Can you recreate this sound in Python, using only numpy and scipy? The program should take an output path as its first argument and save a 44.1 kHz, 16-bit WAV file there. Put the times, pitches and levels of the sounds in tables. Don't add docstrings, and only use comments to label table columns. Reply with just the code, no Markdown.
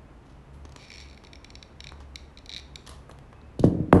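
import sys
import numpy as np
from scipy import signal
from scipy.fft import rfft, irfft
from scipy.io import wavfile
from scipy.ndimage import uniform_filter1d

SR = 44100
rng = np.random.default_rng(int(sys.argv[2]) if len(sys.argv) > 2 else 0)


def wav_out(sig):
    wavfile.write(sys.argv[1], SR, np.round(np.clip(np.atleast_2d(sig).T, -1, 1) * 32767).astype(np.int16))


N = 176400

# t/s, level/dB, jaw-to-lever ratio/dB
JOINT_SLIPS = [(0.808, -52, -13), (0.8265, -42, -16), (0.8525, -52, -6), (0.8833, -44, -12),
               (0.9028, -33, -10), (0.9175, -33.5, -8), (0.928, -40, -7), (0.9389, -37, -8),
               (0.9476, -43, -7), (0.9583, -39, -8), (0.971, -41.5, -10), (0.9823, -35.5, -16),
               (0.9934, -45, -7), (1.002, -37, -4), (1.0115, -40, -12), (1.0204, -40.5, -3),
               (1.027, -50, 8), (1.0357, -50, 4), (1.042, -53, -2), (1.0734, -51, 0), (1.086, -46, -1),
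               (1.0987, -47.5, 3), (1.111, -44, -11), (1.13, -45, -5), (1.146, -50, -2), (1.1758, -41, -12),
               (1.2484, -42.5, -1), (1.27, -39, -5), (1.3324, -36, -1.5), (1.356, -39, -5.5),
               (1.4452, -33, -2.5), (1.5038, -39, -1.5), (1.5544, -33, -3), (1.6272, -34.5, 0.5),
               (1.8048, -31.5, 1), (1.842, -30.5, -1.5), (1.87, -32.5, 0.5), (1.8907, -38, 2),
               (2.1576, -27.5, 2), (2.374, -41, 5), (2.3868, -40.5, 1), (2.4603, -39.5, 3),
               (2.4942, -33, 6.5), (2.5021, -40, 8), (2.5171, -38.5, 8), (2.526, -35, 4), (2.5374, -35, 10),
               (2.5471, -34.5, 6), (2.564, -31.5, 8), (2.569, -41, 13.5), (2.573, -39.5, 6),
               (2.58, -34.5, 2), (2.591, -41.5, 5), (2.5974, -39.5, 2.5), (2.7575, -31, 4.5),
               (3.415, -67, 13.5)]
# t/s, mode tilt/(dB/octave)
SLIP_TILT = [(1.9, 0), (2.16, 2.5), (2.55, 0), (2.76, 7)]
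# t/s, level/dB
CREEP_LEVEL = [(.76, -60), (.81, -46), (.85, -47), (.89, -51), (.93, -45.5), (1.03, -44.5), (1.08, -56),
               (1.2, -63), (1.5, -86)]
def pliers(creep_per_s=200, lead_s=0.00052, lead_db=-10, highpass_hz=1900):
    slips, rasp, t = np.zeros(N), np.zeros(N), np.arange(2048) / SR
    for s, db, jaw_db in JOINT_SLIPS:
        click = snap(jaw_db, tilt_db=np.interp(s, *np.transpose(SLIP_TILT)))
        add(slips, s, amp(db) * click)
        add(slips, s - lead_s, amp(db + lead_db) * click * np.exp(-t / lead_s))
    creep_count = np.cumsum(creep_per_s * np.exp(0.42 * drift(90))) / SR
    for s in np.flatnonzero(np.diff(np.floor(creep_count))) / SR:
        if CREEP_LEVEL[0][0] < s < CREEP_LEVEL[-1][0]:
            add(rasp, s, snap(jaw_db=-5, tilt_db=0))
    highpass = signal.butter(6, highpass_hz, "high", fs=SR, output="sos")
    return signal.sosfilt(highpass, slips + amp(curve(CREEP_LEVEL)) * rasp)


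# f/Hz, level/dB, t60/s
LEVER_RING = [(2344, 6, 0.014), (3070, -10, .008), (3475, -21, 0.1), (4430, 1.5, 0.014), (5410, 3.5, 0.011),
              (7300, -13.5, 0.023), (8800, -15.5, 0.014), (9800, -19, 0.013)]
JAW_RING = [(3874, 2, 0.011), (4150, -5.5, 0.0081)]
# f/Hz, level/dB
GRIT_SPECTRUM = [(1600, 13), (2900, 8.5), (4400, 8), (5700, -24), (6500, -9), (11000, -16)]
def snap(jaw_db, tilt_db, contact_s=0.0001, grit_s=0.0027, grit_db=-1):
    t = np.arange(2048) / SR
    attack = 1 - np.exp(-t / contact_s)
    grit = burst(noise(GRIT_SPECTRUM, len(t)) * np.exp(-t / grit_s))
    lever, jaw = (burst(attack * ring(modes, len(t), detune=0.016, uneven_db=3, tilt_db=tilt_db))
                  for modes in (LEVER_RING, JAW_RING))
    return lever + amp(jaw_db) * jaw + amp(grit_db) * grit


# t/s, level/dB, cutoff/Hz, delay at 1 kHz/s, echo level/dB
BUCKLES = [(3.5884, -19.5, 480, 0.0037, 1), (3.5975, -7.5, 151, 0.0034, -12),
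           (3.6353, -2.5, 506, .0044, -4), (3.647, -3.5, 213, 0.00348, -16),
           (3.7050, -15, 220, 0.00298, -13), (3.7400, -27.5, 440, 0.00406, 8),
           (3.7968, -11, 262, 0.00355, -13), (3.8099, -11.5, 143, 0.0022, -21),
           (3.9246, -1, 1145, .0037, -3), (3.9543, -12, 402, 0.00294, -22),
           (3.9715, -15.5, 790, 0.00308, -11)]
# level/dB, cutoff ratio
EDGE_ECHOES = [(0, 0.26), (-2.5, 0.36), (-5.5, 0.51), (-12.5, 0.45)]
# f/Hz, level/dB, t60/s
SHEET_RING = [(100, 2, 0.072), (130, 1.5, 0.14), (194.4, -1, 0.16), (309.5, 3, 0.46), (379, 3, 0.092),
              (492, -7, 0.34), (549.5, -4, 0.26), (601, 3.5, 0.1), (677.5, 2, 0.14), (768, 0, 0.11)]
def sheet(round_trip_s=0.0105, wave_db=38.5, push_hz=39.8, push_s=0.024, push_db=-25.5, wobble_db=-56):
    pops, t = np.zeros(N), np.arange(8192) / SR
    push = np.sin(2 * np.pi * push_hz * t) * np.exp(-t / push_s)
    for s, db, cutoff_hz, delay_s, echo_db in BUCKLES:
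        add(pops, s, amp(wave_db + db) * bending_wave(cutoff_hz, delay_s))
        add(pops, s + round_trip_s, amp(push_db + db) * push)
        for trip, (trip_db, cutoff_ratio) in enumerate(EDGE_ECHOES, 1):
            echo = bending_wave(cutoff_hz * cutoff_ratio, delay_s * 1.083)
            add(pops, s + trip * round_trip_s, amp(wave_db + db + echo_db + trip_db) * echo)
    wobble = signal.oaconvolve(pops, ring(SHEET_RING, size=16384))[:N]
    return pops + amp(wobble_db) * wobble


def bending_wave(cutoff_hz, delay_s, highpass_hz=112, lowpass_order=3.46):
    hz = np.fft.rfftfreq(8192, 1 / SR) + 1e-3
    highpass = signal.freqs(*signal.butter(3, highpass_hz, "high", analog=True), hz)[1]
    lowpass = 1 / np.sqrt(1 + (hz / cutoff_hz) ** (2 * lowpass_order))
    tilt = 1 / np.sqrt(1 + hz / 300)
    lag_cycles = 2 * delay_s * np.sqrt(1000 * hz)
    return irfft(highpass * lowpass * tilt * np.exp(-2j * np.pi * lag_cycles))[:4096]


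# t/s, decay/s, low-band level/dB, mid-band level/dB, high-band level/dB
JAW_SCRAPES = [(0.255, 0.036, -62, -53, -68), (0.295, 0.045, -66, -50.5, -64.5),
               (0.533, 0.056, -59, -52, -55), (0.6521, 0.0036, -34.5, -41.5, -73),
               (0.6932, 0.0024, -52, -49, -61), (0.722, 0.0025, -57, -43.5, -69),
               (0.7613, 0.0022, -32, -35.5, -70), (0.773, 0.0032, -63, -50, -65),
               (1.2382, 0.003, -36.5, -45.5, -70), (1.921, 0.0013, -32, -64, -73),
               (2.0027, 0.02, -35, -43.5, -66), (2.865, 0.0062, -39.5, -36.5, -59),
               (2.8743, 0.0049, -31, -32.5, -42.5), (2.8916, 0.0068, -32.5, -36, -37.5),
               (2.905, 0.047, -33, -37.5, -46), (3.094, 0.0069, -31.5, -63, -52),
               (3.1127, 0.0022, -37.5, -42, -66), (3.12, 0.011, -61, -70, -56),
               (3.188, 0.0024, -41, -53.5, -71), (3.3281, 0.0055, -36, -55, -81),
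               (3.5947, 0.003, -48, -30, -40), (3.633, 0.0023, -32, -44, -70),
               (3.6413, 0.016, -25.5, -31.5, -39.5), (3.9283, 0.00079, -14, -25.5, -26.5),
               (3.947, 0.011, -36, -56, -40)]
# f/Hz, level/dB
SCRAPE_BANDS = [
    [(300, 3.5), (700, -6), (1100, 2.5), (1400, -12.5), (1800, -3), (3000, -34)],
    [(1400, -5), (2200, -18), (3000, 6.5), (3450, 3.5), (3950, 4), (4700, 0.5), (6200, 0),
     (8500, -13), (12000, -20)],
    [(5000, -33), (7500, 13.5), (9800, 13), (11000, 20), (12500, -18)]]
def scrapes(grain_db=3):
    out, t = np.zeros(N), np.arange(8192) / SR
    for s, decay_s, *levels_db in JAW_SCRAPES:
        grain = unit_rms(uniform_filter1d(rng.standard_normal(len(t)), size=40))
        envelope = np.exp(-t / decay_s) * amp(grain_db * grain)
        for band, db in zip(SCRAPE_BANDS, levels_db):
            add(out, s, amp(db) * burst(envelope * noise(band, len(t))))
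    return out


# t/s, level/dB
SQUEAK_LEVEL = [(3.23, -84), (3.28, -75), (3.42, -66), (3.52, -80), (3.58, -91)]
def squeak(pitch_hz=2580, flutter_db=3):
    envelope = amp(curve(SQUEAK_LEVEL) + flutter_db * drift(28))
    return envelope * np.sin(2 * np.pi * pitch_hz * np.arange(N) / SR + drift(40))


# f/Hz, t60/s
ROOM_DECAY = [(100, 0.59), (400, 0.76), (1200, 0.58), (4000, 0.38), (11000, 0.49)]
def room(x, wet_db, build_s, lowpass_hz):
    hz, t, spectra = signal.stft(rng.standard_normal(SR // 2), SR, nperseg=256)
    build = 1 - np.exp(-(t / build_s) ** 2)
    decay = np.exp(-np.log(1000) * t / log_interp(ROOM_DECAY, hz)[:, None])
    tail = signal.istft(spectra * build * decay, SR, nperseg=256)[1]
    tail = signal.lfilter(*signal.butter(1, lowpass_hz, fs=SR), tail / np.linalg.norm(tail))
    return x + amp(wet_db) * signal.oaconvolve(x, tail)[:N]


# t/s, relative level/dB
DRONE_LEVEL = [(0, -74), (.45, -57.5), (.65, -44), (.85, -58), (1.05, -47.5), (1.35, -64), (1.6, -49.5),
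               (1.85, -50), (2.1, -45.5), (2.6, -45), (2.8, -51), (3.05, -46), (3.55, -50.5)]
# f/Hz, level/dB
HUM_LINES = [(107.7, -62.5), (139, -63.5), (280, -69)]
AIR_SPECTRUM = [(15, -45), (25, -5.5), (68, 0.5), (106, -14.5), (141, -1), (165, -16.5), (192, -8.5),
                (306, -12.5), (665, -18), (930, -19), (1140, -22), (2610, -31.5), (2820, -33), (3850, -39),
                (12000, -51.5), (15600, -86), (22000, -120)]
def background(drone_hz=69.5, drone_db=-2, waver=0.46, wander_rad=0.91, air_db=-50.5):
    hum, t = np.zeros(N), np.arange(N) / SR
    for hz, db in [(drone_hz, curve(DRONE_LEVEL) + drone_db)] + HUM_LINES:
        envelope = np.sqrt(2) * amp(db) * (1 + waver * drift(1.9))
        hum += envelope * np.sin(2 * np.pi * hz * t + wander_rad * drift(2.9))
    return hum + amp(air_db) * noise(AIR_SPECTRUM, N)


def ring(modes, size, detune=0, uneven_db=0, tilt_db=0):
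    out, t = np.zeros(size), np.arange(size) / SR
    for hz, db, t60_s in modes:
        level_draw, pitch_draw = rng.standard_normal(2)
        gain = amp(db + uneven_db * level_draw + tilt_db * np.log2(hz / modes[0][0]))
        decay = np.exp(-np.log(1000) * t / t60_s)
        out += gain * decay * np.sin(2 * np.pi * hz * (1 + detune * pitch_draw) * t)
    return out


def noise(spectrum, size):
    gain = amp(log_interp(spectrum, np.fft.rfftfreq(size, 1 / SR)))
    return unit_rms(irfft(rfft(rng.standard_normal(size)) * gain, size))


def drift(rate_hz):
    lowpass = np.exp(-(np.fft.rfftfreq(N, 1 / SR) / rate_hz) ** 2)
    return unit_rms(irfft(rfft(rng.standard_normal(N)) * lowpass, N))


def amp(db):
    return 10 ** (np.asarray(db) / 20)


def unit_rms(x):
    return x / np.sqrt(np.mean(x ** 2) + 1e-20)


def burst(x):
    return x / np.sqrt(np.sum(x ** 2) * 2000 / SR + 1e-20)


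def log_interp(points, hz):
    f, value = np.transpose(points)
    return np.interp(np.log(hz + 1), np.log(f + 1), value)


def curve(points):
    return np.interp(np.arange(N) / SR, *np.transpose(points))


def add(mix, start_s, sound):
    part = mix[max(round(start_s * SR), 0):][:len(sound)]
    part += sound[:len(part)]


def scene():
    steel = room(pliers(), wet_db=-10, build_s=0.016, lowpass_hz=9000)
    rubbing = room(scrapes() + squeak(), wet_db=-7.5, build_s=0.0085, lowpass_hz=9000)
    plastic = room(sheet(), wet_db=-10.5, build_s=0.016, lowpass_hz=1500)
    return (steel + rubbing + plastic + background())[None]


def record(dry, ceiling=0.74, lowpass_hz=11950):
    limited = dry / (1 + (dry / ceiling) ** 4) ** (1 / 4)
    return signal.filtfilt(signal.firwin(127, lowpass_hz, fs=SR), 1, limited)


dry = scene()
out = record(dry)
wav_out(out)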